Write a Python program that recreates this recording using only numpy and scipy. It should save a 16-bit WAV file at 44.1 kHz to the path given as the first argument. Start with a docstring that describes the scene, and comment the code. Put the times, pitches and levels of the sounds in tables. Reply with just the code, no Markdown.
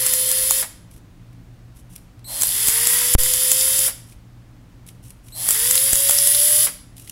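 """A cordless drill turns a plastic pencil sharpener in three bursts, near a mono microphone in a tiled room.
It is running at the start: the motor hums, gears and brushes rattle, the blade rasps, wood chips snap off.
At 0.6 s it brakes with a clack; the pencil slides out and in. In the second burst (2.2-3.9 s) a puff,
then a hard knock, reach the microphone. The pencil slides again, the third burst (5.3-6.7 s) brings
one more puff, and a last slide and a few taps follow. Room rumble and an appliance hum lie underneath."""
import sys
import numpy as np
from scipy import signal
from scipy.fft import rfft, irfft, next_fast_len
from scipy.io import wavfile
from scipy.ndimage import uniform_filter1d, map_coordinates

SR = 44100
rng = np.random.default_rng(int(sys.argv[2]) if len(sys.argv) > 2 else 0)


def inscribe(sig):
    """Save sig as 16-bit PCM at rate SR to the path in sys.argv[1].

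    A 1-D sig is mono; a 2-D sig holds one channel per row.
    Samples are clipped to [-1, 1] before scaling.
    """
    pcm = np.round(np.clip(np.atleast_2d(sig).T, -1, 1) * 32767)
    wavfile.write(sys.argv[1], SR, pcm.astype(np.int16))


N = 313551
T = np.arange(N) / SR
FULL_SPEED_HZ = 350  # nominal shaft speed


def amp(db):
    """Decibels to gain."""
    return 10 ** (np.asarray(db) / 20)


def unit(x):
    """x at rms 1."""
    return x / np.sqrt(np.mean(x ** 2) + 1e-20)


def along(points, hz):
    """(freq_hz, value) points read on a log axis."""
    freqs, values = np.transpose(points)
    return np.interp(np.log(hz + 1), np.log(freqs + 1), values)


def wobble(rate_hz, steps=8):
    """Smooth random curve, rate_hz knots a second."""
    knots = rng.standard_normal(int(N * rate_hz / SR) + 4)
    fine = np.arange(len(knots) * steps) / steps
    return np.interp(T * rate_hz, fine, map_coordinates(knots, [fine]))


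def colour(x, spectrum, size=4096):
    """x through a minimum-phase filter of (freq_hz, gain_db) points."""
    cepstrum = irfft(np.log(amp(along(spectrum, np.fft.rfftfreq(size, 1 / SR)))))
    cepstrum[1:size // 2] *= 2
    cepstrum[size // 2 + 1:] = 0
    return signal.fftconvolve(x, irfft(np.exp(rfft(cepstrum))))[:len(x)]


def noise(length, spectrum, size=4096):
    """Coloured noise at rms 1."""
    return unit(colour(rng.standard_normal(length), spectrum, size))


def grit(rate_hz, depth_db):
    """Noise in tiny clumps."""
    return unit(rng.standard_normal(N) * amp(depth_db * wobble(rate_hz)))


def add(track, start_s, sound):
    """Mix a sound into the track."""
    part = track[max(round(start_s * SR), 0):][:len(sound)]
    part += sound[:len(part)]


def humps(rows):
    """Sum of bell curves, one per (centre_s, half_width_s, height) row."""
    return sum(height * np.exp(-((T - centre_s) / half_s) ** 2) for centre_s, half_s, height in rows)


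def impacts(cycles, scatter_db, jitter_us, t60_s):
    """One uneven pulse per cycle, smeared over many short paths through the housing."""
    at = np.interp(np.arange(1, int(cycles[-1])), cycles, np.arange(N))
    at += rng.standard_normal(len(at)) * jitter_us * SR / 1e6
    gains = amp(scatter_db * rng.standard_normal((len(at), 1)))
    taps = at.astype(int)[:, None] + np.arange(-7, 9)
    offset = taps - at[:, None]
    shapes = np.sinc(offset) * np.cos(np.pi * offset / 16) ** 2  # pulses fall between samples
    pulses = np.bincount(np.clip(taps, 0, N - 1).ravel(), (gains * shapes).ravel(), N)
    t = np.arange(1024) / SR
    paths = rng.standard_normal(len(t)) * amp(-60 * t / t60_s)
    return unit(signal.fftconvolve(pulses, paths)[:N])


# freq_hz, gain_db
FLOOR_SPECTRUM = [(12, -44), (20, -0.5), (47, -1), (85, -12), (122, -0.5), (144, -26), (171, -6.5),
                  (207, -20.5), (282, -15.5), (382, -27), (746, -30.5), (932, -32), (1130, -33),
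                  (15500, -51.5)]
# freq_hz, relative_db
APPLIANCE_PARTIALS = [(59.2, -57.5), (118.4, -54), (177.6, -68), (236.9, -65)]


def background():
    """Room rumble and hiss, with the steady hum of an appliance motor."""
    hum = sum(amp(db + 4 + wobble(3)) * np.sin(2 * np.pi * hz * T + .2 * wobble(3))
              for hz, db in APPLIANCE_PARTIALS)
    return hum + amp(-43) * noise(N, FLOOR_SPECTRUM, size=16384)


# freq_hz, t60_s
ROOM_DECAY = [(200, .45), (2000, .55), (6000, .5), (14000, 0.31)]


def room(x):
    """The tiled room's tail, 5 ms late; treble dies sooner."""
    hz, t, bins = signal.stft(rng.standard_normal(SR * 3 // 4), SR, nperseg=256)
    tail = signal.istft(bins * amp(-60 * t / along(ROOM_DECAY, hz)[:, None]), SR, nperseg=256)[1]
    return signal.fftconvolve(x, np.pad(tail / np.linalg.norm(tail), (SR // 200, 0)))[:N]


# start_s, relative_pressure, decay_s
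MIC_PUSHES = [(2.684, .1, .006), (3.1513, -6.1, .038), (5.9315, .2, .008)]


def mic_pushes():
    """Air or a chip hits the diaphragm: a pressure step that leaks away."""
    out, t = np.zeros(N), np.arange(SR // 2) / SR
    for start_s, pressure, decay_s in MIC_PUSHES:
        add(out, start_s, pressure * (1 - np.exp(-t / .0004)) * np.exp(-t / decay_s))
    return out


# freq_hz, gain_db
PLASTIC_SPECTRUM = [(710, -45), (1200, -24.5), (1320, -32.5), (1960, -15), (2190, -22), (2570, -10),
                    (2830, -8), (4620, -15), (5730, -6.5), (6440, -10.5), (10100, -2), (12000, -6),
                    (15500, -16)]
# start_s, relative_db, relative_knock_db
PENCIL_TAPS = [(.9118, -35, -22), (.9624, -43, -17), (1.3289, -45.5, -19), (1.7695, -38, -20),
               (1.9554, -31, -19), (1.9602, -20, -32), (1.9794, -38, -12), (2.1924, -47, -8),
               (2.2435, -40, -10), (4.1214, -40, -8), (4.8648, -33, -19), (4.8748, -31.5, -23),
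               (4.8868, -29, -12), (5.1043, -28, -20), (5.2834, -34, -13), (6.9666, -29, -26),
               (6.98, -27, -26), (6.9967, -26.5, -36), (7.0743, -30, -11), (7.0953, -15.5, -36)]
# start_s, length_s, level_db
PENCIL_SLIDES = [(.91, .08, -56), (1.755, .055, -55.5), (1.9, .07, -53.5), (4.07, .07, -54),
                 (4.87, .04, -50), (5.03, .09, -51.5), (5.24, .11, -55), (6.965, .145, -48)]


def handling(edge_s=.02):
    """Pencil and fingers tap the plastic; the pencil slides along the bore."""
    out, t = np.zeros(N), np.arange(SR // 20) / SR
    knock_spectrum = [(300, -13.5), (1700, -11.5), (2200, 5), (3000, -4.5), (4300, -.5), (9000, -20.5)]
    attack = 1 - np.exp(-t / .0011)
    for start_s, db, knock_db in PENCIL_TAPS:
        tick = noise(len(t), PLASTIC_SPECTRUM) * amp(-60 * t / .016)
        knock = noise(len(t), knock_spectrum) * amp(-60 * t / .028)
        add(out, start_s, amp(db - 3) * attack * (tick + amp(knock_db + 7) * knock))
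    strokes = sum(amp(db) * np.clip(np.minimum(T - start_s, start_s + length_s - T) / edge_s + .5, 0, 1)
                  for start_s, length_s, db in PENCIL_SLIDES)
    return out + strokes * unit(colour(grit(250, depth_db=3), PLASTIC_SPECTRUM))


# start_s, level_db
BRAKE_CLACKS = [(.624, -22), (0.64, -30.5), (3.879, -24.5), (3.893, -31.5), (6.667, -20), (6.686, -32)]
# freq_hz, gain_db
CLACK_SPECTRUM = [(200, -19), (550, 3), (1000, 2.5), (2000, 3), (3400, -2), (6000, -2.5), (11000, 3),
                  (15500, -14)]


def brakes():
    """As the brake bites, the chuck runs on and clacks through the play in the gears."""
    out, t = np.zeros(N), np.arange(SR // 10) / SR
    envelope = (1 - np.exp(-t / .0015)) * amp(-60 * t / .094)
    for start_s, db in BRAKE_CLACKS:
        add(out, start_s, amp(db) * envelope * noise(len(t), CLACK_SPECTRUM))
    return out


# start_s, end_s, pitch_hz, level_db, fade_db_per_s
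SWITCHING_TONES = [(-1, .6, 4202, -36.3, 1), (2.244, 3.88, 4200, -35.5, 16), (5.322, 5.45, 4180, -35.5, 55),
                   (5.45, 6.65, 3838, -47.5, 0)]


def controller(speed_hz, sag_hz=110, settle_s=.04):
    """Chopped current makes the windings sing: flat and soft at first, warbling at low speed."""
    stalled = np.clip(1 - speed_hz / 240, 0, 1)
    warble = .042 * stalled * np.tanh(3 * np.sin(2 * np.pi * 60 * T + 1.5 * wobble(60)))
    out = np.zeros(N)
    for start_s, end_s, hz, db, fade_db_per_s in SWITCHING_TONES:
        on = (T > start_s) & (T < end_s)
        age_s = T[on] - start_s
        unsettled = np.exp(-age_s / settle_s)
        phase = 2 * np.pi * np.cumsum((hz - sag_hz * unsettled) * (1 + warble[on])) / SR
        overtones = amp(-6.5) * np.sin(2 * phase) + amp(-9.5) * np.sin(3 * phase)
        tone = np.sin(phase) + (1 + stalled[on]) * overtones
        out[on] += amp(db - fade_db_per_s * age_s - 9 * unsettled) * tone
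    return out


# centre_s, half_width_s, level_db
BLADE_SCRAPES = [(2.45, .04, -24), (2.68, .025, -20), (2.93, .04, -19.5), (5.51, .035, -18.5)]
# freq_hz, gain_db
SHAVING_SPECTRUM = [(1500, -30), (6500, -16), (9500, -2), (11000, 0), (15500, -8)]


def scrapes():
    """The blade catches and shaves off a longer strip with a gritty hiss."""
    envelope = humps([(centre_s, half_s, amp(db)) for centre_s, half_s, db in BLADE_SCRAPES])
    return envelope * unit(colour(grit(700, depth_db=3), SHAVING_SPECTRUM))


def crumbs(speed_hz, drive, count=60, per_s=4):
    """Rows for chips(): small ones shed at random while the blade turns fast."""
    cutting_s = np.cumsum(drive * (speed_hz > .8 * FULL_SPEED_HZ)) / SR
    due_s = (np.arange(count) + rng.random(count)) / per_s
    times_s = np.interp(due_s[due_s < cutting_s[-1]], cutting_s, T)
    return [(time_s, rng.normal(-13, 2), 7700 * np.exp(rng.normal(0, .1)), -31) for time_s in times_s]


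# time_s, relative_db, pitch_hz, relative_knock_db
LARGE_CHIPS = [(.0638, -2, 7900, -29), (.1361, -2.5, 8450, -38), (.3142, -4, 8300, -33),
               (.5082, 1, 7200, -26), (2.4122, -8, 8000, -30), (2.42, -2.5, 7700, -27),
               (2.4329, -1.5, 8700, -25), (2.6713, -7, 8150, -30), (2.6838, -1, 7840, -24),
               (2.8704, 2.5, 7700, -43), (3.1373, -2, 7650, -36), (3.2344, -6, 7410, -38),
               (3.3363, -1.5, 7670, -30), (3.5164, 4, 7450, -32), (3.6104, -5, 5200, -41),
               (3.7904, -5.5, 7750, -31), (5.4874, 0, 8700, -25), (5.5069, -3, 7780, -24),
               (5.7099, 2, 7840, -33), (5.7538, -1.5, 7390, -24), (5.7768, -6.5, 3900, -35),
               (5.9309, 1, 7870, -25), (5.9549, -3, 7570, -32), (6.0945, 0, 7370, -24),
               (6.109, -1, 7600, -27), (6.1854, -4.5, 5600, -27), (6.272, 1, 8430, -39),
               (6.3472, -5.5, 3900, -36)]


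def chips(small_chips, lead_s=.012):
    """Each wood chip tears for a few milliseconds, cracks off, pings and knocks the sharpener."""
    out, t = np.zeros(N), np.arange(SR // 16) / SR - lead_s
    from_peak_s = np.abs(t - .0016)
    for time_s, db, hz, knock_db in LARGE_CHIPS + small_chips:
        ragged_db = 4 * unit(uniform_filter1d(rng.standard_normal(len(t)), SR // 700))
        tearing = .09 * amp(ragged_db - 60 * from_peak_s / .1)
        envelope = amp(-60 * from_peak_s / .0055) + tearing
        ping = noise(len(t), [(hz * .1, -36), (hz * .63, -26), (hz * .88, -6), (hz * .958, 0),
                              (hz * 1.2, -8), (hz * 2.9, -20)])
        crack = noise(len(t), [(400, -26), (1500, -16.5), (5000, -10), (11000, 0), (15000, -3)])
        knock = noise(len(t), [(120, -7.5), (600, -1.5), (2000, -4), (4000, -7), (9000, -35)])
        snap = ping + .96 * crack + amp(knock_db + 9.5) * knock
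        add(out, time_s - lead_s, amp(db - 6) * envelope * snap)
    return out


# freq_hz, level_db
HOUSING_RESPONSE = [(390, -56), (450, -43), (490, -38), (520, -36.5), (600, -36)]


def motor_hum(mesh_cycles):
    """The housing radiates a tone at the gear mesh rate."""
    level_db = along(HOUSING_RESPONSE, np.gradient(mesh_cycles) * SR) + .9 * wobble(90)
    return amp(level_db) * np.sin(2 * np.pi * mesh_cycles + .1 * wobble(90))


# harmonic, relative_db
WHINE_PARTIALS = [(2, -18), (3, -16), (4, -13), (5, -15), (6, -19), (7, -9.5), (8, -10), (9, -11),
                  (10, -14), (15, -8), (22, -5), (26, 2)]
# freq_hz, gain_db
GEARBOX_RESPONSE = [(700, 2), (930, 9), (1040, -1), (1200, 5), (1400, 1), (1900, 3), (3100, -4),
                    (3600, 3.5), (4100, -3), (4700, .5), (5200, -3), (9000, 0), (13300, 0), (14500, -10)]


def gear_whine(mesh_cycles, speed_hz):
    """Harmonics of the hum, lifted near the gearbox resonances."""
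    partials = sum(amp(db + 2.5 * wobble(14)) * np.sin(2 * np.pi * k * mesh_cycles + .7 * wobble(45))
                   for k, db in WHINE_PARTIALS)
    return amp(-40) * (speed_hz / FULL_SPEED_HZ) ** 2 * colour(partials, GEARBOX_RESPONSE)


# freq_hz, gain_db
RASP_SPECTRUM = [(150, -31), (380, -18), (550, -12), (750, -13), (1050, -3.5), (1350, -6), (1600, -2),
                 (1900, 4), (2120, 2.5), (2350, -3), (2700, -2), (3300, -17), (5000, -48)]


def blade_rasp(turns):
    """The blade cuts wood fibres, pulsing with the motor shaft."""
    fibres = .4 * impacts(turns, scatter_db=5.5, jitter_us=30, t60_s=.0082) + grit(400, depth_db=1)
    return unit(colour(fibres, RASP_SPECTRUM))


# freq_hz, gain_db
GROWL_SPECTRUM = [(380, -24), (560, 1), (750, -1), (1000, -4.5), (1600, -20)]


def gear_growl(speed_hz):
    """The gears growl under torque while the motor is slow."""
    torque = np.clip(1 - speed_hz / 285, 0, 1)
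    return 3.1 * torque * unit(colour(grit(200, depth_db=1), GROWL_SPECTRUM))


# freq_hz, gain_db
GEAR_SPECTRUM = [(1800, -31), (2700, -12.5), (3200, -3.5), (3600, -2.5), (4050, -13), (4700, -2.5),
                 (5600, -4), (6400, -7.5), (7700, -1), (8700, -2), (9500, -3), (11500, -31)]


def gear_rattle(mesh_cycles, load):
    """Meshing teeth rattle the housing."""
    teeth = impacts(mesh_cycles, scatter_db=3, jitter_us=19, t60_s=.013)
    return unit(colour(load * (.36 * teeth + grit(1500, depth_db=2.5)), GEAR_SPECTRUM))


# freq_hz, gain_db
BRUSH_SPECTRUM = [(7500, -40.5), (9400, -15), (10100, -3.5), (10400, -2.5), (10750, 0.5), (11300, -3.5),
                  (11800, -5.5), (12500, -10), (13100, -8), (14300, -12.5), (15700, -18)]


def brushes(turns, mesh_cycles, load, speed_hz, can_hz=10775, width_hz=450):
    """Brush contacts sizzle and ring the motor can, harder the faster it turns."""
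    contacts = sum(impacts(cycles, scatter_db=2, jitter_us=4.6, t60_s=.009)
                   for cycles in (turns, mesh_cycles))
    sizzle = unit(colour(load * (.5 * contacts + grit(1200, depth_db=1.5)), BRUSH_SPECTRUM))
    resonance = signal.iirpeak(can_hz, can_hz / width_hz, fs=SR)
    can = unit(signal.lfilter(*resonance, load * (.94 * contacts + grit(900, depth_db=1.5))))
    return .85 * sizzle + (.3 + .45 * (speed_hz / np.max(speed_hz)) ** 16) * can


# press_s, release_s, shaft_hz, creep_hz_per_s, spin_up_s, gear_db, blade_db, brush_db
TRIGGER_PULLS = [(-1, .617, 323, 17, .15, -2.8, -.5, -2.4), (2.244, 3.88, 310.9, 26.2, .165, .2, .8, -.8),
                 (5.322, 6.656, 339.5, 47, .135, -1, -1.1, -.3)]


def motor(squeeze_s=.033, cut_s=.016, coast_s=.11, unpowered_db=-26):
    """Each pull spins the shaft up and it creeps faster; on release the drive dies and it runs down."""
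    speed_hz, drive, layer_gains = np.zeros(N), np.zeros(N), np.ones((3, N))
    for press_s, release_s, shaft_hz, creep_hz_per_s, spin_up_s, *layers_db in TRIGGER_PULLS:
        held_s = np.clip(T, press_s, release_s) - press_s
        released_s = np.maximum(T - release_s, 0)
        rolling = np.exp(-released_s / coast_s)
        speed_hz += (shaft_hz + creep_hz_per_s * held_s) * (1 - np.exp(-held_s / spin_up_s)) * rolling
        squeeze = 1 - np.exp(-(held_s / squeeze_s) ** 2)
        drive += squeeze * np.maximum(np.exp(-released_s / cut_s), amp(unpowered_db) * rolling)
        layer_gains[:, T > press_s] = amp(layers_db)[:, None]
    return speed_hz, drive, layer_gains


# centre_s, half_width_s, boost_db
BLADE_BITES = [(.03, .12, 3), (2.86, .25, 6.3), (5.62, .13, 6)]


def drill(speed_hz, drive, layer_gains):
    """All parts follow the motor shaft; the noise swells as the pencil is pressed into the blade."""
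    turns = np.cumsum(speed_hz * (1 + .00063 * wobble(40))) / SR
    mesh_cycles, planet_turns = 1.5 * turns, 1.37 * turns
    # the gears bear harder once per turn of the shaft and of the planet wheels
    load = unit(amp(1.3 * np.cos(2 * np.pi * turns) + 1.6 * np.cos(2 * np.pi * planet_turns)))
    bite_db = humps(BLADE_BITES) + .9 * wobble(12)
    layers = [(gear_rattle(mesh_cycles, load), -25.2, 1.2, .15),
              (blade_rasp(turns) + gear_growl(speed_hz), -39, 1.1, 1),
              (brushes(turns, mesh_cycles, load, speed_hz), -18.2, 1.15, .15)]
    out = motor_hum(mesh_cycles) + gear_whine(mesh_cycles, speed_hz)
    for (sound, base_db, speed_power, bite_share), gain in zip(layers, layer_gains):
        level_db = base_db + bite_share * bite_db + .3 * wobble(14)
        out += sound * gain * (speed_hz / FULL_SPEED_HZ) ** speed_power * amp(level_db)
    return drive * out


def scene():
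    """All sources at one microphone, the same in both channels."""
    speed_hz, drive, layer_gains = motor()
    tool = drill(speed_hz, drive, layer_gains) + controller(speed_hz) + brakes()
    pencil = chips(crumbs(speed_hz, drive)) + scrapes() + handling()
    near = tool + pencil
    mono = background() + amp(-12.5) * room(near) + mic_pushes() + near
    return np.array([mono, mono])


def record(dry):
    """A hard push pins the preamplifier to its rail, muting it briefly; low cut, clipping, band limit."""
    rail, ceiling = 2.6, .73
    low_cut_hz, top_hz, edge_hz = 50, 15830, 250
    pinned = np.clip(dry, -rail, rail) + amp(-40) * dry
    coupled = signal.lfilter(*signal.butter(1, low_cut_hz, "high", fs=SR), pinned)
    size = next_fast_len(N + SR // 2)
    hz = np.fft.rfftfreq(size, 1 / SR)
    band = np.sin(np.pi / 2 * np.clip((top_hz - hz) / edge_hz + .5, 0, 1)) ** 2
    return irfft(rfft(np.clip(coupled, -ceiling, ceiling), size) * band, size)[:, :N]


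dry = scene()
out = record(dry)
inscribe(out)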